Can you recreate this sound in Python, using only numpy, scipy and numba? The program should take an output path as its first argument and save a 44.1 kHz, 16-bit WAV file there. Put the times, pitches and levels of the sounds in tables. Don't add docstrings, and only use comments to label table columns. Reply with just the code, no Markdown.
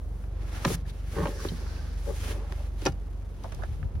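import sys
import numpy as np
from scipy import signal
from scipy.fft import rfft, irfft
from scipy.io import wavfile
from scipy.ndimage import uniform_filter1d
from numba import njit

SR = 44100
rng = np.random.default_rng(int(sys.argv[2]) if len(sys.argv) > 2 else 0)


def put_to_file(sound):
    columns = np.atleast_2d(sound).T
    safe = np.clip(columns, -1, 1)
    whole_steps = np.round(safe * 32767)
    wavfile.write(sys.argv[1], SR, whole_steps.astype(np.int16))


N = 176400
RING_SAMPLES = 16384
TIME_S, RING_TIME_S = np.arange(N) / SR, np.arange(RING_SAMPLES) / SR


def undb(db):
    return 10 ** (np.asarray(db) / 20)


def unit(x):
    return x / np.sqrt(np.mean(x ** 2) + 1e-18)


def pan(side_db):
    return undb(np.array([[side_db], [-side_db]]) / 2)


def stereo(pair, correlation):
    mid, side = np.sqrt((1 + correlation) / 2) * pair[0], np.sqrt((1 - correlation) / 2) * pair[1]
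    return np.array([mid + side, mid - side])


def wander(rate_hz):
    step = int(SR / rate_hz)
    stairs = np.repeat(rng.standard_normal(N // step + 1), step)
    return unit(uniform_filter1d(uniform_filter1d(stairs, step), step)[:N])


def swell(start_s, rise_s, hold_s, fall_s):
    t = TIME_S - start_s
    return np.exp(-(np.minimum(t, 0) / rise_s) ** 2 / 2 - (np.maximum(t - hold_s, 0) / fall_s) ** 2 / 2)


def colour(x, spectrum, tilt_db_oct=0):
    hz, db = np.array(spectrum, float).T
    octave = np.log2(np.fft.rfftfreq(x.shape[-1], 1 / SR) + 1)
    gain_db = np.interp(octave, np.log2(hz), db) + tilt_db_oct * np.maximum(octave, np.log2(hz[0]))
    return unit(irfft(rfft(x) * undb(gain_db), x.shape[-1]))


def noise(spectrum, correlation, samples=N):
    return colour(stereo(rng.standard_normal((2, samples)), correlation), spectrum)


def bandpass(x, hz, q):
    w = 2 * np.pi * hz / SR
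    alpha = np.sin(w) / (2 * q)
    return signal.lfilter([alpha, 0, -alpha], [1 + alpha, -2 * np.cos(w), 1 - alpha], x)


@njit
def swept_bandpass(x, hz, q):
    y, band_state, low_state = np.empty(len(x)), 0., 0.
    for i in range(len(x)):
        g = np.tan(np.pi * hz[i] / SR)
        band = (band_state + g * (x[i] - low_state)) / (1 + g * (g + 1 / q))
        band_state = 2 * band - band_state
        low_state += 2 * g * band
        y[i] = band / q
    return y


def grains(rate_hz, spread_db):
    hits = rng.random((2, N)) < rate_hz / SR
    size_db = spread_db * np.minimum(rng.exponential(size=(2, N)), 2 * np.e)
    return hits * undb(size_db) * rng.choice([-1, 1], (2, N))


def cabin(x, gain=0.097, delays_ms=(2.3, 3.7, 5.9, 8.3, 12.1)):
    return unit(x + sum(gain * np.roll(x, int(ms * SR / 1000), axis=-1) for ms in delays_ms))


def ring(modes, phase_spread_rad):
    shifts = phase_spread_rad * rng.standard_normal((len(modes), 2, 1))
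    out = 0
    for (hz, db, t60_s), shift in zip(modes, shifts):
        phase = 2 * np.pi * hz * RING_TIME_S + shift * np.sqrt(hz / 1000)
        out += undb(db - 60 * RING_TIME_S / t60_s) * np.sin(phase)
    return unit(out)


def place(blow, start_s, db):
    out, i = np.zeros((2, N + RING_SAMPLES)), int(start_s * SR)
    out[:, i:i + RING_SAMPLES] = blow * undb(db) / np.sqrt(np.mean(blow[:, :SR // 100] ** 2))
    return out[:, :N]


# f/Hz, relative level/dB
AMBIENCE_SPECTRUM = [(20, -24), (32, -24), (50, -11), (70, -11), (98, -7.5), (125, -20), (160, -20.5),
                     (240, -26.5), (360, -26.5), (600, -31.5), (900, -37), (1400, -42.5), (3000, -52),
                     (7000, -59), (15000, -67)]
def ambience():
    return noise(AMBIENCE_SPECTRUM, correlation=0.56) * undb(-42 + 0.62 * wander(rate_hz=4.53))


# multiple of the firing rate, relative level/dB
ENGINE_ORDERS = [(1, -55), (2, 1), (3, -3.5), (4, -9.5), (5, -18.5), (6, -21), (7, -28.5), (8, -25)]
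# t/s, level/dB
BOOM_LEVEL = [(0, -34), (.4, -33), (1.1, -33.5), (2.1, -32.5), (2.9, -33), (3.4, -36), (3.65, -35.5),
              (4, -38)]
def engine(firing_hz=23.73, first_firing_s=0.03365, speed_drift=0.0011, wobble_db_per_order=0.62):
    drift_s = np.cumsum(speed_drift * wander(rate_hz=3.25)) / SR
    firings = firing_hz * (TIME_S - first_firing_s + drift_s)
    boom = 0
    for order, db in ENGINE_ORDERS:
        wobble_db = wobble_db_per_order * order * wander(rate_hz=12)
        boom += undb(db + wobble_db) * np.cos(2 * np.pi * order * firings)
    level_db = np.interp(TIME_S, *np.array(BOOM_LEVEL).T)
    return unit(boom) * undb(level_db) * pan(side_db=-0.042)


# f/Hz, relative level/dB
WIND_SPECTRUM = [(20, -27), (45, 4), (65, 8), (120, -1.5), (220, -20), (600, -63)]
# t/s, rise/s, hold/s, fall/s, level/dB
GUSTS = [(3.603, 0.07, 0.097, 0.046, -35), (3.823, 0.032, 0.023, 0.031, -27.5),
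         (3.956, 0.0088, 0.013, 0.016, -25.5)]
def wind():
    envelope = sum(undb(db) * swell(*timing) for *timing, db in GUSTS)
    return noise(WIND_SPECTRUM, correlation=0.7) * envelope


# f/Hz, relative level/dB
FABRIC_SPECTRUM = [(100, -10), (250, 7.5), (500, 2), (800, 1.5), (1600, 1), (2400, -0.5), (5300, -4),
                   (7000, -7), (10500, -9.5), (13000, -17), (15500, -11.5)]
def fabric(clicks, tilt_db_oct):
    return colour(clicks, FABRIC_SPECTRUM, tilt_db_oct)


def clothing(level_db=-63):
    clicks = cabin(stereo(grains(rate_hz=560, spread_db=1.5), correlation=0.56))
    envelope = swell(start_s=2.5, rise_s=0.07, hold_s=0.6, fall_s=0.8)
    return undb(level_db) * envelope * fabric(clicks, tilt_db_oct=1.2)


def fibres():
    return cabin(stereo(grains(rate_hz=9000, spread_db=2), correlation=0.61))


# t/s, rise/s, hold/s, fall/s, level/dB, tilt/(dB/octave), resonance f/Hz
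STROKES = [(0.013, 0.054, 0.21, 0.055, -62, 4, 1400), (0.448, 0.09, 0.065, 0.038, -51, -2, 1490),
           (0.487, 0.051, 0.06, 0.03, -60.5, 1, 5500), (0.578, 0.041, 0.067, 0.073, -44, -0.5, 1350),
           (0.694, 0.026, 0.058, 0.0038, -35, 3, 7050), (0.772, 0.036, 0.035, 0.015, -58, -1, 4300),
           (0.893, 0.023, 0.0083, 0.0082, -49.5, 0.7, 3800),
           (0.938, 0.015, 0.0095, 0.069, -54.5, 0.5, 2640), (1.176, 0.067, 0.091, 0.074, -43, 1, 1890),
           (1.428, 0.032, 0.034, 0.065, -46, 2, 4030), (1.59, 0.11, 0.12, 0.27, -52, 0.1, 4800),
           (1.603, 0.034, 0.27, 0.065, -53, -5.5, 1520), (2.133, 0.084, 0.14, 0.067, -48.5, 2, 7100),
           (2.293, 0.056, 0.024, 0.012, -39, 0, 3060), (2.355, 0.036, .15, 0.024, -51.5, -2, 1300),
           (2.595, 0.059, 0.047, 0.04, -51.5, 0, 636), (2.851, 0.054, 0.019, 0.03, -47, 1, 3540),
           (3.48, 0.091, 0.16, 0.14, -55, 0.5, 3120)]
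def upholstery(flicker_db=1.03, resonance_gain=0.35):
    friction = fibres() * undb(flicker_db * wander(rate_hz=60))
    out = 0
    for *timing, db, tilt_db_oct, hz in STROKES:
        hiss = fabric(friction, tilt_db_oct)
        out += undb(db) * swell(*timing) * unit(hiss + resonance_gain * bandpass(hiss, hz, q=2.2))
    return out


# t/s, level/dB, hollow resonance f/Hz, sheen resonance f/Hz
SLIDE_PATH = [(1.1, -63, 1950, 5900), (1.3, -57.5, 1780, 5600), (1.42, -46, 1700, 5360),
              (1.54, -57, 1580, 5100), (1.65, -52, 1540, 4770), (1.82, -53.5, 1580, 4670),
              (1.95, -60, 1530, 4600), (2.1, -82, 1500, 4500)]
def cover_slide(hollow_q=6.1, sheen_q=1.9, sheen_db=2.5, flicker_db=1.03):
    times_s, db, hollow_hz, sheen_hz = np.array(SLIDE_PATH).T
    friction = fibres()

    def resonance(path_hz, q):
        hz = np.interp(TIME_S, times_s, path_hz)
        return unit(np.array([swept_bandpass(swept_bandpass(x, hz, q), hz, q) for x in friction]))

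    rub = unit(resonance(hollow_hz, hollow_q) + undb(sheen_db) * resonance(sheen_hz, sheen_q))
    level_db = np.interp(TIME_S, times_s, db, left=-np.inf, right=-np.inf)
    return rub * undb(level_db + flicker_db * wander(rate_hz=41))


# f/Hz, relative level/dB
CRACK_SPECTRUM = [(60, 11), (300, 13.5), (1000, 2.5), (2000, -2.5), (5800, -3.5), (7500, -8.5),
                  (11000, -11), (15000, -26)]
def crack(t60_s, correlation):
    burst = noise(CRACK_SPECTRUM, correlation, RING_SAMPLES)
    out = 0
    for hz in 100 * 2. ** np.arange(8):
        band_t60_s = t60_s * (hz / 1000) ** -0.3
        out += bandpass(burst, hz, q=1.0) * undb(-60 * RING_TIME_S / band_t60_s)
    return unit(out)


# t/s, level/dB, f/Hz, Q, t60 at 1 kHz/s, left minus right/dB
KNOCKS = [(0.239, -49.5, 1000, 0.72, 0.025, 3), (0.853, -56, 1800, 4.4, .06, 2.5),
          (0.896, -53.5, 3850, 4.6, .06, 11), (1.485, -43.5, 3110, 23, 0.042, 4),
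          (1.486, -38, 4060, 12, 0.045, 1), (0.6493, -45, 9000, 0.7, 0.01, 0),
          (1.257, -42, 2300, 1.2, 0.023, -2), (1.271, -42.5, 2400, 1.4, 0.015, -2),
          (1.449, -36.5, 1250, 1.2, 0.02, 0), (1.665, -49.5, 1150, 1.8, 0.05, 0),
          (1.765, -53, 2650, 5, 0.065, 0), (2.4, -53, 1900, 0.76, 0.02, -2),
          (2.5232, -48, 7500, 0.24, 0.013, 2), (2.523, -44, 1800, 0.72, 0.018, 0),
          (2.702, -58, 1300, 4, 0.032, 1), (2.8653, -31.5, 5340, 3.3, .025, -3),
          (3.437, -49.5, 6500, 0.4, 0.052, 2), (3.443, -36.5, 841, 1.06, 0.082, 2.5),
          (3.5201, -43, 1430, 0.42, 0.081, -1), (3.523, -53, 7100, 1.3, 0.011, 0),
          (3.547, -50, 8500, 0.45, 0.017, 0), (3.591, -46, 750, 0.79, 0.22, -5),
          (3.621, -44.5, 1450, 2.7, 0.092, -8), (3.634, -39.5, 1565, 3.6, 0.046, -2.5),
          (3.635, -37.5, 620, 3, 0.026, -1), (3.635, -52.5, 5000, 0.38, 0.045, 4),
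          (3.829, -46, 1530, 1.4, 0.023, 0), (3.953, -53, 1500, 0.39, 0.051, -3)]
def knocks():
    out = 0
    for start_s, db, hz, q, t60_s, side_db in KNOCKS:
        knock = bandpass(bandpass(crack(t60_s, correlation=0.43), hz, q), hz, q)
        out += pan(side_db) * place(knock, start_s, db)
    return out


def strike(blows, body, q, crack_db, crack_t60_s, correlation):
    out = 0
    for start_s, db, hz in blows:
        blow = body + undb(crack_db) * crack(crack_t60_s, correlation)
        out += place(bandpass(blow, hz, q), start_s, db)
    return out


# f/Hz, relative level/dB, t60/s
BACKREST_MODES = [(79.6, 4.5, 0.25), (135, -1.5, 0.096), (168.3, -2, 0.18), (188.3, -1, 0.1),
                  (233, -3, 0.17), (288, -2.5, 0.09), (326, -1.5, 0.1), (380, -1, 0.088), (427, -10, 0.15),
                  (451, -2.5, 0.089), (567.3, 1, 0.047), (848, 1, 0.022), (1079, -3, 0.05),
                  (1575, -9, 0.042)]
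# t/s, rise/s, hold/s, fall/s, level/dB, f/Hz, Q, left minus right/dB
JUDDERS = [(0.719, 0.032, 0.036, 0.03, -34, 153, 2.2, -1),
           (0.708, 0.013, 0.014, 0.0076, -33, 474, 3.5, 3.5), (1.19, 0.016, 0.042, 0.018, -32, 180, 3.7, 0),
           (1.211, 0.037, 0.058, 0.021, -30.5, 480, 1.44, 1.5),
           (1.212, .035, 0.025, .02, -38.5, 1240, 1.4, -1), (1.364, 0.049, 0.09, 0.02, -45, 510, 4, 1.5),
           (1.4, .01, 0.016, .008, -45, 1400, 3.5, 0), (2.095, 0.022, 0.011, 0.027, -35.5, 514, 2.3, 10),
           (2.325, 0.055, .06, 0.031, -43, 467, 1.7, 4.5), (2.47, 0.036, 0.055, .01, -53, 715, 4.4, 2),
           (2.589, .01, .015, .01, -47.5, 666, 7, 2)]
def backrest_judder():
    body = ring(BACKREST_MODES, phase_spread_rad=0.73) + undb(-9.5) * crack(t60_s=0.024, correlation=1)
    slips = grains(rate_hz=330, spread_db=1)[:1]
    drag = signal.fftconvolve(slips, body)[:, :N]
    out = 0
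    for *timing, db, hz, q, side_db in JUDDERS:
        envelope = swell(*timing)
        burst = unit(bandpass(drag, hz, q) * envelope) * np.sqrt(np.mean(envelope ** 2))
        out += undb(db) * pan(side_db) * burst
    return out


# t/s, level/dB, f/Hz
THUDS = [(.658, -24, 270), (.666, -23.5, 153), (.717, -26.5, 145), (1.2205, -36.5, 885),
         (1.2565, -34, 1390), (1.2705, -33.5, 905), (1.453, -28, 385), (1.519, -30, 186), (2.823, -39, 337),
         (2.89, -27.5, 122)]
def backrest_thuds():
    body = ring(BACKREST_MODES, phase_spread_rad=0.85)
    return strike(THUDS, body, q=2.46, crack_db=-7, crack_t60_s=0.026, correlation=0.78)


# f/Hz, relative level/dB, t60/s
LATCH_MODES = [(477, -9, 0.12), (549, 6.5, 0.089), (950, 1, 0.018), (1027, 1, 0.049), (1250, 8, 0.042),
               (1350, -11, 0.049), (1460, -18, 0.013), (1705, 7, 0.024), (2320, -2, .03), (2800, -11, .03),
               (3370, -12, 0.039), (4180, 3, 0.033), (5530, 0, 0.035)]
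# t/s, level/dB, f/Hz
SNAPS = [(.6462, -36.5, 1200), (.6496, -22.5, 2580), (.6515, -24, 1240), (.6538, -28.5, 1100),
         (.676, -35, 900), (.703, -39, 1100)]
def latch():
    body = ring(LATCH_MODES, phase_spread_rad=0.39)
    return strike(SNAPS, body, q=0.62, crack_db=0, crack_t60_s=0.026, correlation=0.8)


# f/Hz, relative level/dB, t60/s
FRAME_MODES = [(373, 9.5, 0.066), (555, 9, 0.086), (796, 5, 0.083), (976, -5, 0.043), (1400, -2, .065),
               (1755, -3.5, .055), (2195, -13, 0.07), (2490, -2, 0.048), (2874, -5.5, 0.066),
               (3750, -10, 0.06), (4830, -2.5, .05), (5290, -5, 0.033), (5860, -10, .06), (6700, -15, .045)]
# t/s, level/dB, f/Hz
CLACKS = [(2.523, -43.5, 650), (2.818, -44.5, 4000), (2.8535, -33, 10200), (2.8585, -25, 800),
          (2.8618, -24, 3570), (2.8657, -28.5, 4600), (2.8662, -23, 980), (2.867, -29, 350),
          (2.872, -24.5, 620), (2.8765, -35, 2000), (2.8845, -43, 6000), (2.9215, -51, 6000)]
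def landing_clack():
    body = ring(FRAME_MODES, phase_spread_rad=0.39)
    return strike(CLACKS, body, q=0.56, crack_db=-2, crack_t60_s=0.047, correlation=0.4)


def scene():
    impacts = latch() + backrest_thuds() + landing_clack() + knocks()
    background = engine() + ambience() + wind()
    friction = clothing() + upholstery() + cover_slide() + backrest_judder()
    return impacts + background + friction


# f/Hz, mid gain/dB, side gain/dB
STEREO_COLOUR = [(20, 0, -15), (40, 0, -2), (2400, -3.5, 1.5), (4630, -4.5, -2), (6230, -4, 1),
                 (7980, -11, 6.5), (9390, -3.5, -4.5), (11900, 0, -4), (13550, -5.5, 7), (14600, -20, 8.5),
                 (16000, -7, 0)]
# f/Hz, left minus right/dB
BALANCE = [(500, -0.5), (1000, -3.5), (2500, 0.5), (4500, 0.9), (9000, -0.5)]
def record(dry, cutoff_hz=15850):
    hz, mid_db, side_db = np.array(STEREO_COLOUR, float).T
    bins_hz = np.fft.rfftfreq(2 * N, 1 / SR)
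    mid = rfft((dry[0] + dry[1]) / 2, 2 * N) * undb(np.interp(bins_hz, hz, mid_db))
    side = rfft((dry[0] - dry[1]) / 2, 2 * N) * undb(np.interp(bins_hz, hz, side_db))
    lean = undb(np.interp(bins_hz, *np.array(BALANCE).T) / 2)
    heard = irfft(np.array([(mid + side) * lean, (mid - side) / lean]))[:, :N]
    return signal.sosfilt(signal.ellip(10, 0.2, 80, cutoff_hz, fs=SR, output="sos"), heard)


dry = scene()
out = record(dry)
put_to_file(out)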